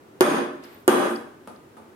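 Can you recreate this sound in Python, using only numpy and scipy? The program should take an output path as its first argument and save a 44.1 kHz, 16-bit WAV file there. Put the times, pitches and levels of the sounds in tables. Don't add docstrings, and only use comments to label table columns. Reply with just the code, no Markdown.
import sys
import numpy as np
from scipy import signal
from scipy.fft import rfft, irfft
from scipy.io import wavfile
from scipy.ndimage import uniform_filter1d

SR = 44100
rng = np.random.default_rng(int(sys.argv[2]) if len(sys.argv) > 2 else 0)


def unload_audio(sound):
    columns = np.transpose(np.atleast_2d(sound))
    steps = np.round(np.clip(columns, -1, 1) * 32767)
    wavfile.write(sys.argv[1], SR, steps.astype(np.int16))


N = 85995
HZ, T = np.fft.rfftfreq(2 * N, 1 / SR), np.arange(N) / SR
TREBLE_SHELF = HZ ** 2 / (HZ ** 2 + 2500 ** 2)

# freq_hz, gain_db
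ROOM_TONE_EQ = [(25, -20), (50, -23.5), (90, -7), (200, -7.5), (370, -0.5), (600, -11), (1200, -14),
                (2200, -22.5), (5000, -32), (10000, -34), (15500, -36.5)]
# freq_hz, correlation
ROOM_CORRELATION = [(100, 0.78), (300, 0.87), (550, 0.36), (1000, -.15), (2500, 0.07), (12000, 0)]
# freq_hz, t60_s
ROOM_DECAY = [(100, 0.35), (250, 0.71), (500, 0.56), (1500, 0.59), (4000, 0.54), (9000, 0.43),
              (15000, 0.36)]
# start_s, crack_gain_db, tail_gain_db, tail_treble_db
KNOCK_HITS = [(0.2080, 4, -0.5, -2.5), (0.8787, 2.5, 1.5, -2)]
# pitch_hz, gain_db, t60_s
BOOM_MODES = [(369, 4, 0.045), (506, -7.5, 0.03), (864, -16.5, 0.091), (1092, -13.5, 0.035),
              (1178, -21, 0.074), (1470, -8, 0.038), (1760, -41, 0.038), (2470, -45, .04),
              (2890, -18.5, 0.033)]
# freq_hz, gain_db
CRACK_EQ = [(45, -40), (135, 13), (400, 9), (900, 21.5), (2000, 3), (5000, 1), (9000, -4), (13000, -4),
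            (15000, -20), (16500, -26)]
# centre_hz, width_hz, gain_db
KNOCK_RESONANCES = [(1183, 150, 4), (1560, 95, 5), (1810, 62, 2.5), (2010, 150, -1.5), (2510, 130, 4.5),
                    (2800, 90, -3.5), (3290, 42, 7), (3460, 75, 0.5), (3700, 130, -3), (4120, 61, -14),
                    (5260, 110, 3), (5330, 86, 2.5), (5700, 200, -7.5), (6140, 40, 9.5), (6440, 83, 8),
                    (6590, 31, 9), (7070, 140, -13), (7400, 200, -0.5), (7860, 170, -10.5), (8760, 320, 8),
                    (9270, 110, -9), (10370, 360, 4.5), (11350, 330, -13.5), (11700, 180, 2.5)]
# freq_hz, gain_db
TAIL_EQ = [(40, -28), (90, -28), (150, -9.5), (240, -4), (340, 0), (450, -2), (700, -6.5), (1300, -5),
           (2100, -13.5), (3300, -17.5), (5200, -23.5), (7300, -24.5), (9000, -19.5), (12500, -24),
           (14500, -35), (16000, -49)]
# centre_hz, width_hz, gain_db
TAIL_RESONANCES = [(229.5, 14, 8.5), (276.4, 18.5, 6.5), (356.2, 16.4, 8.5), (479.2, 11.8, 7),
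                   (584, 56, 5.5), (604, 22, 6.5), (790, 67, 7), (1007, 50, 5), (1747, 11, 8)]
# time_s, level_db
RUSTLE_ENVELOPE = [(0.623, -53), (.645, -47), (.68, -51.5), (.77, -54), (.81, -59.5), (0.849, -65)]
# freq_hz, gain_db
RUSTLE_EQ = [(200, -9), (800, 10), (2000, 5.5), (3000, 1), (4500, -3), (7000, -14), (10000, -8.5),
             (15000, -31)]
# time_s, pitch_hz, level_db
SQUEAK_GLIDE = [(.635, 11400, -74), (.655, 12000, -57), (.678, 13700, -66), (.72, 14000, -62),
                (0.764, 14000, -57), (.787, 15100, -68), (.808, 12900, -57), (.835, 10900, -70)]
# start_s, level_db, pitch_hz, width_octaves, t60_s
TICK_HITS = [(0.638, -28.5, 4800, 1, 0.0071), (0.643, -26, 4780, 0.2, 0.022),
             (1.093, -13.5, 9500, 0.48, 0.44), (1.155, -24, 4700, 0.14, .012),
             (1.1603, -17, 5000, 0.16, 0.012), (1.562, -34.5, 4270, 0.38, 0.011)]
# start_s, gain_db, direct_db, treble_db
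BOUNCE_HITS = [(1.475, -1.5, 0.5, -4.5), (1.769, -5.5, -8.5, -5.5)]
# freq_hz, gain_db
BOUNCE_EQ = [(60, -56), (150, -10.5), (240, -1), (400, -2), (850, -4), (1250, -3), (1900, -15.5),
             (4000, -20.5), (6500, -25), (10000, -17.5), (15500, -34)]
# centre_hz, width_hz, gain_db
BOUNCE_RESONANCES = [(218.6, 34, 14), (514, 45, 5.5), (865, 44, 13), (1217, 62, 8)]


def amp(db):
    return 10 ** (np.asarray(db) / 20)


def curve(points, hz=HZ):
    freq_hz, value = np.transpose(points)
    return np.interp(np.log(hz + 1), np.log(freq_hz), value)


def bells(table):
    return sum(db / (1 + (2 * (HZ - hz) / width) ** 2) for hz, width, db in table)


def unit(x):
    return x / np.sqrt(np.mean(np.sum(x ** 2, -1)) + 1e-20)


def decay(t60_s):
    return np.exp(-np.log(1000) * T / t60_s)


def eq(x, gain_db):
    cepstrum = irfft(np.log(amp(gain_db)))
    cepstrum[1:N] *= 2
    cepstrum[N + 1:] = 0
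    return irfft(rfft(x, 2 * N) * np.exp(rfft(cepstrum)))[..., :N]


def diffuse():
    a, b = rfft(rng.standard_normal((2, 2 * N)))
    correlation = curve(ROOM_CORRELATION)
    mid, side = a * np.sqrt(1 + correlation), b * np.sqrt(1 - correlation)
    return irfft(np.array([mid + side, mid - side]))[:, :N]


def room_tone(level_db=-50.5):
    return amp(level_db) * np.sqrt(N) * unit(eq(diffuse(), curve(ROOM_TONE_EQ)))


def knock(crack_gain_db, tail_gain_db, tail_treble_db):
    detail_db = bells(KNOCK_RESONANCES) + echo_ripple()
    crack_eq = curve(CRACK_EQ) + detail_db
    crack = unit(eq(diffuse() * decay(t60_s=.016), crack_eq))
    spray = unit(eq(diffuse() * decay(t60_s=.062), crack_eq))
    attack = amp(crack_gain_db) * (amp(2) * crack + amp(15) * spray)
    tail_eq = curve(TAIL_EQ) + bells(TAIL_RESONANCES) + detail_db + tail_treble_db * TREBLE_SHELF
    tail = amp(26.5 + tail_gain_db) * unit(eq(reverb_tail(), tail_eq))
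    return amp(2) * (with_reflections(spike()) + attack + boom() + tail)


def spike(bright_hz=11000, top_hz=14000):
    tilt = (HZ + 50) / np.hypot(HZ, bright_hz) / (1 + (HZ / top_hz) ** 10)
    burst = diffuse() * decay(t60_s=.0045)
    return amp(8.5) * unit(eq(burst, 20 * np.log10(tilt) + bells(KNOCK_RESONANCES)))


def boom(hold_s=.012, left_lag_s=.00023, low_cut_hz=177):
    t = np.maximum(T - np.array([[left_lag_s], [0]]), 0)
    dying_s = np.maximum(t - hold_s, 0)
    modes = sum(amp(db - 60 * dying_s / t60) * np.sin(2 * np.pi * hz * t) for hz, db, t60 in BOOM_MODES)
    return signal.sosfilt(signal.butter(4, low_cut_hz, "high", fs=SR, output="sos"), modes)


def echo_ripple(depth=.85, width_hz=75, above_hz=2200):
    bins = round(width_hz / HZ[1])
    paths = rng.standard_normal((2, len(HZ)))
    smoothed = uniform_filter1d(uniform_filter1d(paths, bins), bins)
    power = (smoothed ** 2).sum(0)
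    ripple_db = 10 * np.log10(power / power.mean() + 1e-2)
    return depth * ripple_db * HZ ** 2 / (HZ ** 2 + above_hz ** 2)


def reverb_tail(rise_s=.0016):
    hz, t, bands = signal.stft(diffuse(), SR, nperseg=512)
    bands *= amp(-60 * t / curve(ROOM_DECAY, hz)[:, None])
    tail = signal.istft(bands, SR)[1][:, :N]
    return tail * (1 - np.exp(-T / rise_s))


def with_reflections(x, count=6, delay_s=(.002, .02), wet_db=-3):
    taps = np.zeros((2, N))
    delays = (rng.uniform(*delay_s, (2, count)) * SR).astype(int)
    np.put_along_axis(taps, delays, rng.choice([-1., 1.], delays.shape), 1)
    return x + amp(wet_db) * signal.fftconvolve(x, unit(taps), axes=1)[:, :N]


def rustle():
    time_s, level_db = np.transpose(RUSTLE_ENVELOPE)
    rubbing = np.sqrt(N) * unit(eq(diffuse(), curve(RUSTLE_EQ)))
    return rubbing * np.interp(T, time_s, amp(level_db), left=0, right=0)


def squeak(width_hz=330, flutter_db=2.5, flutter_step_s=.0068):
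    time_s, pitch_hz, level_db = np.transpose(SQUEAK_GLIDE)
    fuzz = eq(rng.standard_normal((2, N)), -20 * np.log10(1 + (2 * HZ / width_hz) ** 2))
    phase = 2 * np.pi * np.cumsum(np.interp(T, time_s, pitch_hz)) / SR
    whistle = np.sqrt(N) * unit(fuzz * np.sin(phase))
    steps_s = np.arange(0, N / SR, flutter_step_s)
    flutter = amp(flutter_db * np.interp(T, steps_s, rng.standard_normal(N)[:len(steps_s)]))
    return whistle * flutter * np.interp(T, time_s, amp(level_db), left=0, right=0)


def tick(level_db, pitch_hz, width_octaves, t60_s):
    resonance = np.exp(-(np.log2((HZ + 1) / pitch_hz) / width_octaves) ** 2)
    body = amp(-26) / (1 + (HZ / 9000) ** 2)
    contact = unit(diffuse() * decay(t60_s)) + amp(-13) * unit(reverb_tail())
    return amp(level_db) * unit(eq(contact, 20 * np.log10(resonance + body)))


def bounce(gain_db, direct_db, treble_db):
    colour_db = curve(BOUNCE_EQ) + bells(BOUNCE_RESONANCES) + treble_db * TREBLE_SHELF
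    click = amp(-12 + direct_db) * (T == 0)
    early = amp(-8 + direct_db / 2) * unit(diffuse() * decay(t60_s=.33))
    tail = amp(-10) * unit(reverb_tail())
    eq_rms = np.sqrt(np.mean(amp(colour_db) ** 2))
    return amp(gain_db) * eq(click + early + tail, colour_db) / eq_rms


def scene():
    mix = room_tone() + squeak() + rustle()
    for source, hits in (knock, KNOCK_HITS), (bounce, BOUNCE_HITS), (tick, TICK_HITS):
        for start_s, *settings in hits:
            start = round(start_s * SR)
            mix[:, start:] += source(*settings)[:, :N - start]
    return mix


def record(dry):
    threshold_db, window_s, release_db_per_s = -8.5, .005, 86
    ceiling, low_cut_hz, high_cut_hz = .8, 45, 16300
    window = round(window_s * SR)
    power = abs(uniform_filter1d((dry ** 2).mean(0), window))
    over_db = np.maximum(10 * np.log10(power + 1e-12) - threshold_db, 0)
    release_db = T * release_db_per_s
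    reduction_db = np.maximum.accumulate(over_db + release_db) - release_db
    ducked = dry * amp(-uniform_filter1d(reduction_db, window))
    clipped = ducked / (1 + (ducked / ceiling) ** 4) ** .25
    low_cut = signal.butter(2, low_cut_hz, "high", fs=SR, output="sos")
    high_cut = signal.firwin(255, high_cut_hz, window=("kaiser", 9), fs=SR)
    return signal.oaconvolve(signal.sosfilt(low_cut, clipped), high_cut[None], "same")


dry = scene()
out = record(dry)
unload_audio(out)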